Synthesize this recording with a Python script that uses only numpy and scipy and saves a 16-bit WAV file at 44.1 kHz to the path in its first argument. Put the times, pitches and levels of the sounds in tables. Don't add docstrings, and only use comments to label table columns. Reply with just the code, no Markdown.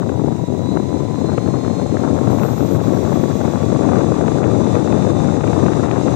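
import sys
import numpy as np
from scipy import signal
from scipy.fft import rfft, irfft, next_fast_len
from scipy.io import wavfile
from scipy.ndimage import uniform_filter1d

SR = 44100
rng = np.random.default_rng(int(sys.argv[2]) if len(sys.argv) > 2 else 0)


def invert_db(level):
    return 10 ** (np.asarray(level, dtype=float) / 20)


def unload_audio(sound):
    columns = np.transpose(np.atleast_2d(sound))
    steps = np.round(np.clip(columns, -1, 1) * 32767)
    wavfile.write(sys.argv[1], SR, steps.astype(np.int16))


N = 271215

# (time [s], speed gained [turns/s], ramp [s])
SPEED_STEPS = [
    (-0.3, 10.4, 0.42),
    (0.41, 12.6, 0.48),
    (1.09, 15.7, 0.47),
    (1.9, 15.4, 0.5),
    (2.66, 10.7, 0.43),
    (3.46, 10.5, 0.42),
    (4.14, 11.3, 0.47),
    (4.96, 11.1, 0.4),
    (5.7, 15.8, 0.4),
]
FIRST_TURNS_PER_S, SETTLE_S = 311, 0.12
LEVEL_OFF_TURNS_PER_S = 50

# (time [s], change [dB], half length [s])
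GUSTS = [(0.022, 5, 0.0361), (0.13, 3.5, 0.01342), (0.192, 3, 0.0155), (0.284, 4, 0.02252),
         (0.354, -1.66, 0.0228), (0.474, -6, 0.035), (0.693, -5, 0.02282), (0.776, 5.5, 0.02172),
         (0.895, -3.0, 0.06), (0.98, 3.0, 0.0145), (1.107, -2.5, 0.05944), (1.3, 3.5, 0.0158),
         (1.384, 3, 0.015), (1.459, -2.5, 0.0356), (1.549, 2.5, 0.02177), (1.661, 3, 0.022),
         (1.734, -2.5, 0.0346), (1.803, 2, 0.0125), (1.918, -3.5, 0.0334), (2.063, 5, 0.035),
         (2.135, -4.5, 0.0159), (2.185, 6.0, 0.02157), (2.252, -2, 0.015), (2.327, 3.5, 0.0229),
         (2.449, 6.5, 0.035), (2.646, -2, 0.0364), (2.741, -4, 0.0357), (2.801, 3, 0.015),
         (3.006, -5, 0.02187), (3.14, 3, 0.03506), (3.21, -3.5, 0.02287), (3.367, -6.5, 0.03472),
         (3.447, 3, 0.0343), (3.547, 5.0, 0.03494), (3.612, -2.5, 0.0147), (3.649, -6.5, 0.035),
         (3.697, -2.5, 0.0217), (3.934, 5, 0.06), (4.006, 2.5, 0.0214), (4.086, -2.5, 0.03407),
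         (4.171, 3, 0.0338), (4.335, -3, 0.02173), (4.425, 4.5, 0.02175), (4.575, -1.5, 0.0565),
         (4.714, -3.5, 0.01457), (4.767, 5, 0.02114), (4.869, -2.5, 0.0368), (4.936, 2.5, 0.02194),
         (5.141, -3.5, 0.0346), (5.295, 3.5, 0.01443), (5.338, -3.0, 0.0144), (5.475, -3, 0.0156),
         (5.572, 2.5, 0.02228), (5.617, -2, 0.01576), (5.682, -2.5, 0.0347), (5.837, 3, 0.01443),
         (5.909, 4.5, 0.06), (5.964, 2.5, 0.01555), (6.049, -4.5, 0.01508), (6.121, -4.0, 0.0221)]
# (time [s], change [dB], half length [s])
LUMPS = [(0.06, -0.5, 0.011), (0.244, 3.5, 0.058), (0.459, -3.5, 0.015), (0.494, 3.5, 0.017),
         (0.569, -2.5, 0.022), (0.654, -0.5, 0.015), (0.743, 4, 0.025), (0.828, -1.4, 0.018),
         (0.893, -3.5, 0.018), (0.945, 6.5, 0.013), (0.985, -4.5, 0.022), (1.025, 4.5, 0.011),
         (1.068, -3.5, 0.02), (1.175, -3.5, 0.022), (1.32, 1, 0.011), (1.417, -4, 0.017),
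         (1.472, 2.1, 0.03), (1.609, -4, 0.019), (1.689, -2, 0.16), (1.714, 3.5, 0.013),
         (1.848, -1.8, 0.16), (1.936, 6, 0.019), (2.135, 3.5, 0.01), (2.19, -4, 0.02), (2.277, 2.5, 0.035),
         (2.392, 1, 0.016), (2.462, -5, 0.025), (2.562, -6, 0.032), (2.619, 2.8, 0.022),
         (2.684, -4.5, 0.026), (2.756, 2.5, 0.035), (2.821, -1.5, 0.027), (3.003, 0.5, 0.12),
         (3.275, -4, 0.03), (3.482, 5.5, 0.0099), (3.515, -3.5, 0.023), (3.539, -5.5, 0.073),
         (3.547, 5.2, 0.015), (3.589, -5, 0.012), (3.629, 4.5, 0.025), (3.746, 0.7, 0.02),
         (3.781, -7, 0.013), (3.841, 1.5, 0.042), (3.963, 0.5, 0.014), (4.113, 1.5, 0.042),
         (4.163, -6.5, 0.022), (4.22, 5, 0.022), (4.455, 5, 0.028), (4.575, 1.6, 0.082),
         (4.732, 2.3, 0.013), (4.824, -2, 0.045), (4.936, 3, 0.0083), (5.143, 3, 0.047),
         (5.298, -5, 0.0077), (5.637, 3.5, 0.021), (5.749, -2.3, 0.019), (5.907, -1.5, 0.22),
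         (6.019, -4.5, 0.021), (6.059, 2, 0.028), (6.139, 1.5, 0.015)]
# (time [s], strength [dB])
SURGES = [(0.2881, -41.5), (0.5501, -32.5), (0.772, -24), (1.3803, -28), (1.476, -35.5), (1.5431, -28.5),
          (1.557, -29), (1.649, -33), (1.7977, -30.5), (1.9698, -25), (2.215, -28), (2.4348, -22),
          (2.737, -27.5), (2.942, -31), (3.05, -32), (3.2354, -27.5), (3.2995, -31), (3.596, -32.5),
          (3.956, -32), (4.4314, -28), (4.7524, -28), (4.924, -29), (5.4393, -23), (5.6617, -22),
          (5.912, -16.5)]
# (time [s], peak level [dB], bright part [dB])
SNAPS = [(0.021, -19.5, -34), (0.092, -20, -25), (0.261, -32, -27.5), (0.287, -40, -25), (0.335, -36, -23),
         (0.727, -38, -24), (0.771, -17, -26), (1.157, -24, -22), (1.295, -26, -35), (1.377, -30.5, -7.5),
         (1.476, -18.5, -29), (1.545, -36, -16), (1.799, -25, -22), (1.919, -26, -24), (1.969, -22.5, -26),
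         (2.044, -35, -21), (2.06, -33, -28), (2.158, -38, -19), (2.271, -21.5, -27), (2.298, -32, -28),
         (2.395, -27, -15), (2.432, -22, -16), (2.481, -27, -27), (2.606, -22, -24), (2.801, -22, -23),
         (2.942, -28, -22), (3.049, -20, -24), (3.095, -18, -30), (3.157, -25, -27), (3.236, -20, -29),
         (3.411, -21.5, -27), (3.477, -32, -26), (3.518, -27, -31), (3.558, -27, -25), (3.602, -29, -24),
         (3.628, -19, -20), (3.834, -18, -26), (3.877, -19, -23), (3.889, -19, -28), (3.926, -31, -25),
         (3.949, -34, -21), (4.159, -30, -26), (4.261, -16, -28), (4.278, -15, -23), (4.373, -22, -25),
         (4.437, -19, -15), (4.753, -30, -15), (4.874, -17.5, -28), (4.924, -30, -6), (5.024, -22, -14),
         (5.231, -32, -21), (5.408, -18, -17), (5.439, -27, -12), (5.476, -21, -12.5), (5.532, -16.5, -17),
         (5.661, -18, -21), (5.682, -10.5, -29), (5.731, -20, -22), (5.881, -18.5, -17), (6.079, -21, -21)]
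# (time [s], rms level [dB], half length [s])
PUFFS = [(0.027, -48, 0.042), (0.144, -40.5, 0.031), (0.206, -45, 0.02), (0.793, -54, 0.06),
         (0.91, -40, 0.042), (1.063, -47, 0.02), (1.132, -45, 0.028), (1.315, -48, 0.06),
         (1.434, -57, 0.015), (1.509, -45, 0.06), (1.546, -53.6, 0.02), (1.624, -36, 0.066),
         (1.716, -46, 0.02), (1.798, -36, 0.076), (1.806, -53.2, 0.02), (1.893, -53.2, 0.02),
         (1.968, -46, 0.06), (2.257, -53.6, 0.02), (2.26, -28, 0.06), (2.39, -49.4, 0.06),
         (2.514, -52, 0.06), (2.691, -44.0, 0.06), (2.801, -52, 0.035), (2.908, -51, 0.02),
         (2.913, -36, 0.055), (3.074, -50, 0.035), (3.395, -46, 0.02), (3.41, -36, 0.067),
         (3.517, -55.4, 0.02), (3.552, -43, 0.088), (3.859, -55, 0.035), (3.978, -50, 0.035),
         (4.073, -24, 0.028), (4.176, -50.8, 0.02), (4.29, -51, 0.02), (4.297, -36, 0.052),
         (4.547, -52.4, 0.06), (4.647, -51, 0.02), (4.687, -41.6, 0.054), (4.762, -39, 0.02),
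         (4.841, -35, 0.06), (4.868, -51.7, 0.02), (5.026, -44, 0.039), (5.146, -45, 0.06),
         (5.208, -48.4, 0.02), (5.3, -37, 0.03), (5.398, -38.2, 0.035), (5.5, -29, 0.014),
         (5.562, -45, 0.023), (5.637, -35, 0.079), (5.732, -44, 0.035), (5.86, -43, 0.045),
         (6.106, -53, 0.06)]
PUFF_FLOOR_DB = -60
BUFFET_DB, BUFFET_SHORT_DB, JET_SHORT_DB = -17, 1.5, 11
RUSH_DB, RUSH_SHORT_DB = -40.5, 9
BRIGHT_HZ = 600
EVEN_S, EVEN_SHARE = 0.03, 0.8

# (centre [Hz], width [Hz], level [dB])
LEFT_PATH = [(990, 2000, -80.5), (2120, 2160, -77), (3630, 420, -75.5), (3980, 330, -75), (4650, 380, -78),
             (5550, 650, -77), (6350, 700, -79.5), (7120, 750, -76), (8200, 900, -86), (9050, 700, -87),
             (11700, 4300, -100), (13350, 700, -95), (14300, 900, -100), (15400, 1000, -100)]
# (centre [Hz], width [Hz], level [dB])
RIGHT_PATH = [(290, 230, -74), (900, 170, -77), (1100, 280, -70), (1330, 110, -76), (1600, 400, -83),
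              (1900, 330, -72), (2700, 700, -83), (3550, 600, -78), (4000, 380, -75), (4700, 600, -86),
              (5550, 700, -82), (6350, 600, -75), (7000, 800, -78), (7600, 500, -84), (8350, 600, -80),
              (9300, 1300, -91), (10600, 1600, -99), (13550, 800, -101), (14500, 800, -108),
              (15600, 1000, -108)]
LEFT_LEAD_S, SHARED = 0.000816, 0.36
STEADY_BELOW_HZ, STEADY_ABOVE_HZ, STEADY_DB = 1000, 12000, -2
TOP_DROP_S, BACK_S, BACK_RAMP_S, TOP_DROP_DB, BACK_DB = 2.22, 4.3, 0.6, -45, -6

# (multiple of turn rate [1], left level [dB], right level [dB])
FAINT_TONES = [
    (6, 17, 14),
    (6.5, 14, 23),
    (15, 16, 16),
    (18, 13, 12),
    (40, 16, 14),
    (42, 8, 10),
    (44, 12, 12),
    (46, 16, 14),
    (48, 37, 39),
]
# (multiple [1], multiple that sets its level [1], left level [dB], right level [dB], steepness [1])
STRONG_TONES = [
    (3, 3, -14, -1.5, 1),
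    (9, 9, -13, -12, 1),
    (11.5, 11.5, -17, -16, 1),
    (12, 12, -5, -10, 1),
    (12.5, 12.5, -17, -18, 1),
    (36, 36, -4, -18, 1),
    (34, 36, 108, 97, 4),
    (35, 36, 107, 97, 4),
    (37, 36, 195, 185, 6),
    (38, 36, 197, 185, 6),
]
# (centre [Hz], width [Hz], level [dB])
HOUSING = [(1090, 600, -39), (3430, 350, -48), (3630, 170, -39), (3870, 100, -53), (3950, 80, -42),
           (4100, 90, -39.5), (4200, 100, -44), (4550, 600, -55), (11850, 900, -67), (13160, 260, -44),
           (13500, 300, -51), (14000, 400, -70), (14350, 400, -71)]

# (time [s], depth [dB], recovery [s])
DUCKS = [
    (2.763, -3.2, 0.06),
    (4.207, -2.1, 0.059),
    (4.397, -3.2, 0.089),
    (5.11, -2.5, 0.062),
    (5.371, -3.0, 0.075),
    (5.858, -3.6, 0.096),
]
RUN_IN = 4410


def rms_one(x):
    return x / np.sqrt(np.mean(x ** 2) + 1e-20)


def drift(rate_hz):
    r = np.exp(-2 * np.pi * rate_hz / SR)
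    slow = signal.lfilter([1], [1, -2 * r, r * r], rng.standard_normal(N + SR))
    return rms_one(slow[SR:])


def bumps(rows):
    t = np.arange(0, N, 64) / SR
    swells = sum(height * np.exp(-((t - s) / half) ** 2) for s, height, half in rows)
    return np.interp(np.arange(N) / SR, t, swells)


def evened(x):
    power = x ** 2 + 1e-12
    short = uniform_filter1d(power, size=int(EVEN_S * SR))
    short = uniform_filter1d(short, size=int(EVEN_S * SR / 2))
    return x * (uniform_filter1d(power, size=SR) / short) ** (EVEN_SHARE / 2)


def spin():
    t = np.arange(N) / SR
    ramps = sum(gain * np.clip((t - s) / ramp, 0, 1) for s, gain, ramp in SPEED_STEPS)
    return FIRST_TURNS_PER_S + uniform_filter1d(ramps, size=int(SETTLE_S * SR), mode="nearest")


def shortfall():
    turns = spin()
    return np.exp(-(turns - turns.min()) / LEVEL_OFF_TURNS_PER_S)


def eddies(speed_db, size_hz, lumps_db):
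    speed = invert_db(speed_db)
    hz = np.arange(N + 1) * SR / (2 * N)
    small_are_rare = np.exp(-hz / size_hz)
    pattern = irfft(rfft(rng.standard_normal(2 * N)) * small_are_rare)
    swept = np.interp(np.cumsum(speed) % (2 * N - 1), np.arange(2 * N), pattern)
    dulled = signal.sosfilt(signal.butter(4, 9500, fs=SR, output="sos"), swept)
    return rms_one(dulled * speed ** 1.04 * invert_db(lumps_db * drift(30)))


def surges(jet_db):
    out, t = np.zeros(N + 882), np.arange(-441, 441) / SR
    for s, strength_db in SURGES:
        at = round(s * SR)
        lift_db = 0.5 * max(strength_db - jet_db[at] + 4, 0)
        out[at:at + 882] += lift_db * np.exp(-((t - 0.001) / 0.0035) ** 2)
    return out[441:N + 441]


def snaps():
    s, peak_db, bright_db = np.array(SNAPS).T
    chance = rng.random((len(SNAPS), 3))
    first = (s * SR).astype(int)
    second = first + ((0.0012 + 0.003 * chance[:, 1]) * SR).astype(int)
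    out = 0
    for edges, db in ([550, 1500], peak_db + 0.34), ([1700, 2700], peak_db + bright_db + 12.6):
        kicks = np.zeros(N + SR)
        kicks[first] = invert_db(db) * np.sign(chance[:, 0] - 0.5)
        kicks[second] += invert_db(db) * (3.3 * chance[:, 2] - 0.8)
        band = signal.butter(3, edges, "band", fs=SR, output="sos")
        ring_peak = np.abs(signal.sosfilt(band, np.eye(1, 999)[0])).max()
        out = out + signal.sosfilt(band, kicks + 1e-18) / ring_peak
    return out[:N]


def wind():
    short, gust_db = shortfall(), bumps(GUSTS)
    jet_db = -26 - JET_SHORT_DB * short + gust_db
    flicker = 0.0835 * drift(41.4) + 0.5 * drift(131.3)
    flicker = flicker - uniform_filter1d(flicker, size=SR // 16)
    chance_db = (3.2 + 1.1 * short) * np.tanh(flicker)
    surge_db = surges(uniform_filter1d(jet_db, size=SR // 2))
    speed_db = 0.36 * (jet_db - jet_db.mean()) + chance_db + surge_db

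    buffet = eddies(speed_db, size_hz=321.6, lumps_db=1.25)
    hz = np.arange(N // 2 + 1) * SR / N
    bright = irfft(rfft(buffet) / (1 + (BRIGHT_HZ / (hz + 1)) ** 8), N)
    buffet = evened(buffet - bright) + evened(bright) * invert_db(0.51 * gust_db + 0.6)
    buffet_db = BUFFET_DB - BUFFET_SHORT_DB * short + 6 + 0.84 * bumps(LUMPS)
    left = invert_db(buffet_db) * buffet + snaps()

    puffs = invert_db(PUFF_FLOOR_DB) + bumps([(s, invert_db(db), half) for s, db, half in PUFFS])
    right = invert_db(3.0) * puffs * evened(eddies(2.0 * drift(8), size_hz=60, lumps_db=0.5))
    return np.array([left, right])


def path_gain(path, hz):
    return np.sqrt(sum((invert_db(db) / (1 + (2 * (hz - centre) / width) ** 2)) ** 2
                       for centre, width, db in path))


def top_gain():
    t = np.arange(N) / SR
    top_db = np.interp(t, [TOP_DROP_S, TOP_DROP_S + 0.04, BACK_S, BACK_S + BACK_RAMP_S],
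                       [0, TOP_DROP_DB, TOP_DROP_DB, BACK_DB])
    patches = 1 + np.clip(t - 3.8, 0, 1.2) * drift(14)
    return invert_db(top_db * np.clip(patches, 0.1, 4))


def rush(rush_gain):
    hz = np.arange(N // 2 + 1) * SR / N
    common, own_left, own_right = rfft(rng.standard_normal((3, N)))
    lead = np.exp(2j * np.pi * hz * LEFT_LEAD_S)
    left = path_gain(LEFT_PATH, hz) * (np.sqrt(SHARED) * common * lead + np.sqrt(1 - SHARED) * own_left)
    right = path_gain(RIGHT_PATH, hz) * (np.sqrt(SHARED) * common + np.sqrt(1 - SHARED) * own_right)
    right = right * (0.25 + 0.75 / (1 + (800 / (hz + 1)) ** 8))
    both = np.array([left, right])
    top = irfft(both * (hz > 13850), N)
    steady = irfft(both * ((hz < STEADY_BELOW_HZ) | (hz > STEADY_ABOVE_HZ)), N)
    growing = rush_gain * (irfft(both, N) - steady)
    air = growing + invert_db(STEADY_DB) * (steady - (1 - top_gain()) * top)
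    return np.sqrt(SR / 2) * air * invert_db(0.5 * drift(31))


def rotor(rush_gain):
    speed = spin()
    coarse_speed = speed[::64]
    turns = np.cumsum(speed) / SR + 0.0005 * drift(250)
    flutter = invert_db(2.1 * np.array([drift(11), drift(11), drift(12)]))
    gains = []
    for multiple, left_db, right_db in FAINT_TONES:
        left = invert_db(left_db) * path_gain(LEFT_PATH, multiple * coarse_speed)
        right = invert_db(right_db) * path_gain(RIGHT_PATH, multiple * coarse_speed)
        gains.append(rush_gain * np.array([left, right]))
    for _, leader, left_db, right_db, steepness in STRONG_TONES:
        glide = path_gain(HOUSING, leader * coarse_speed) ** steepness
        gains.append(glide * invert_db([[left_db], [right_db]]))

    out, top_level = np.zeros((2, N)), top_gain()
    for k, (row, gain) in enumerate(zip(FAINT_TONES + STRONG_TONES, gains)):
        multiple = row[0]
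        sine = np.sqrt(2) * np.sin(2 * np.pi * (multiple * turns + rng.random((2, 1))))
        smooth = uniform_filter1d(np.repeat(gain, 64, axis=1)[:, :N], size=64, axis=1)
        out += smooth * sine * flutter[k % 3] * (top_level if 38 < multiple < 48 else 1)
    return out


def scene():
    rush_gain = invert_db(RUSH_DB - RUSH_SHORT_DB * shortfall() + 43.5)
    return wind() + rush(rush_gain) + rotor(rush_gain[::64])


def ducking():
    t = np.arange(N) / SR
    return invert_db(sum(np.interp(t, [s, s + 0.02, s + 1.4 * back], [0, 1.3 * db, 0]) for s, db, back in DUCKS))


def roll_off(x):
    return signal.sosfilt(signal.butter(12, 15780, fs=SR, output="sos"), x)


def record(dry):
    x = np.concatenate([dry[:, RUN_IN:0:-1], dry], axis=1)
    x = signal.sosfilt(signal.butter(6, 88, "high", fs=SR, output="sos"), x)
    x = x + 0.13 * signal.lfilter(*signal.iirpeak(140, 2.5, fs=SR), x)
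    x = x + 0.46 * signal.lfilter(*signal.iirpeak(310, 1.4, fs=SR), x)
    x = np.clip(1.5 * np.tanh(ducking() * x[:, RUN_IN:] / 1.5), -1, 1)
    size = next_fast_len(N)
    hz = np.arange(size // 2 + 1) * SR / size
    top = irfft(rfft(x, size) * (hz > 14450), size)[:, :N]
    mix = x - (1 - top_gain()) * top
    return roll_off(mix)


dry = scene()
out = record(dry)
unload_audio(out)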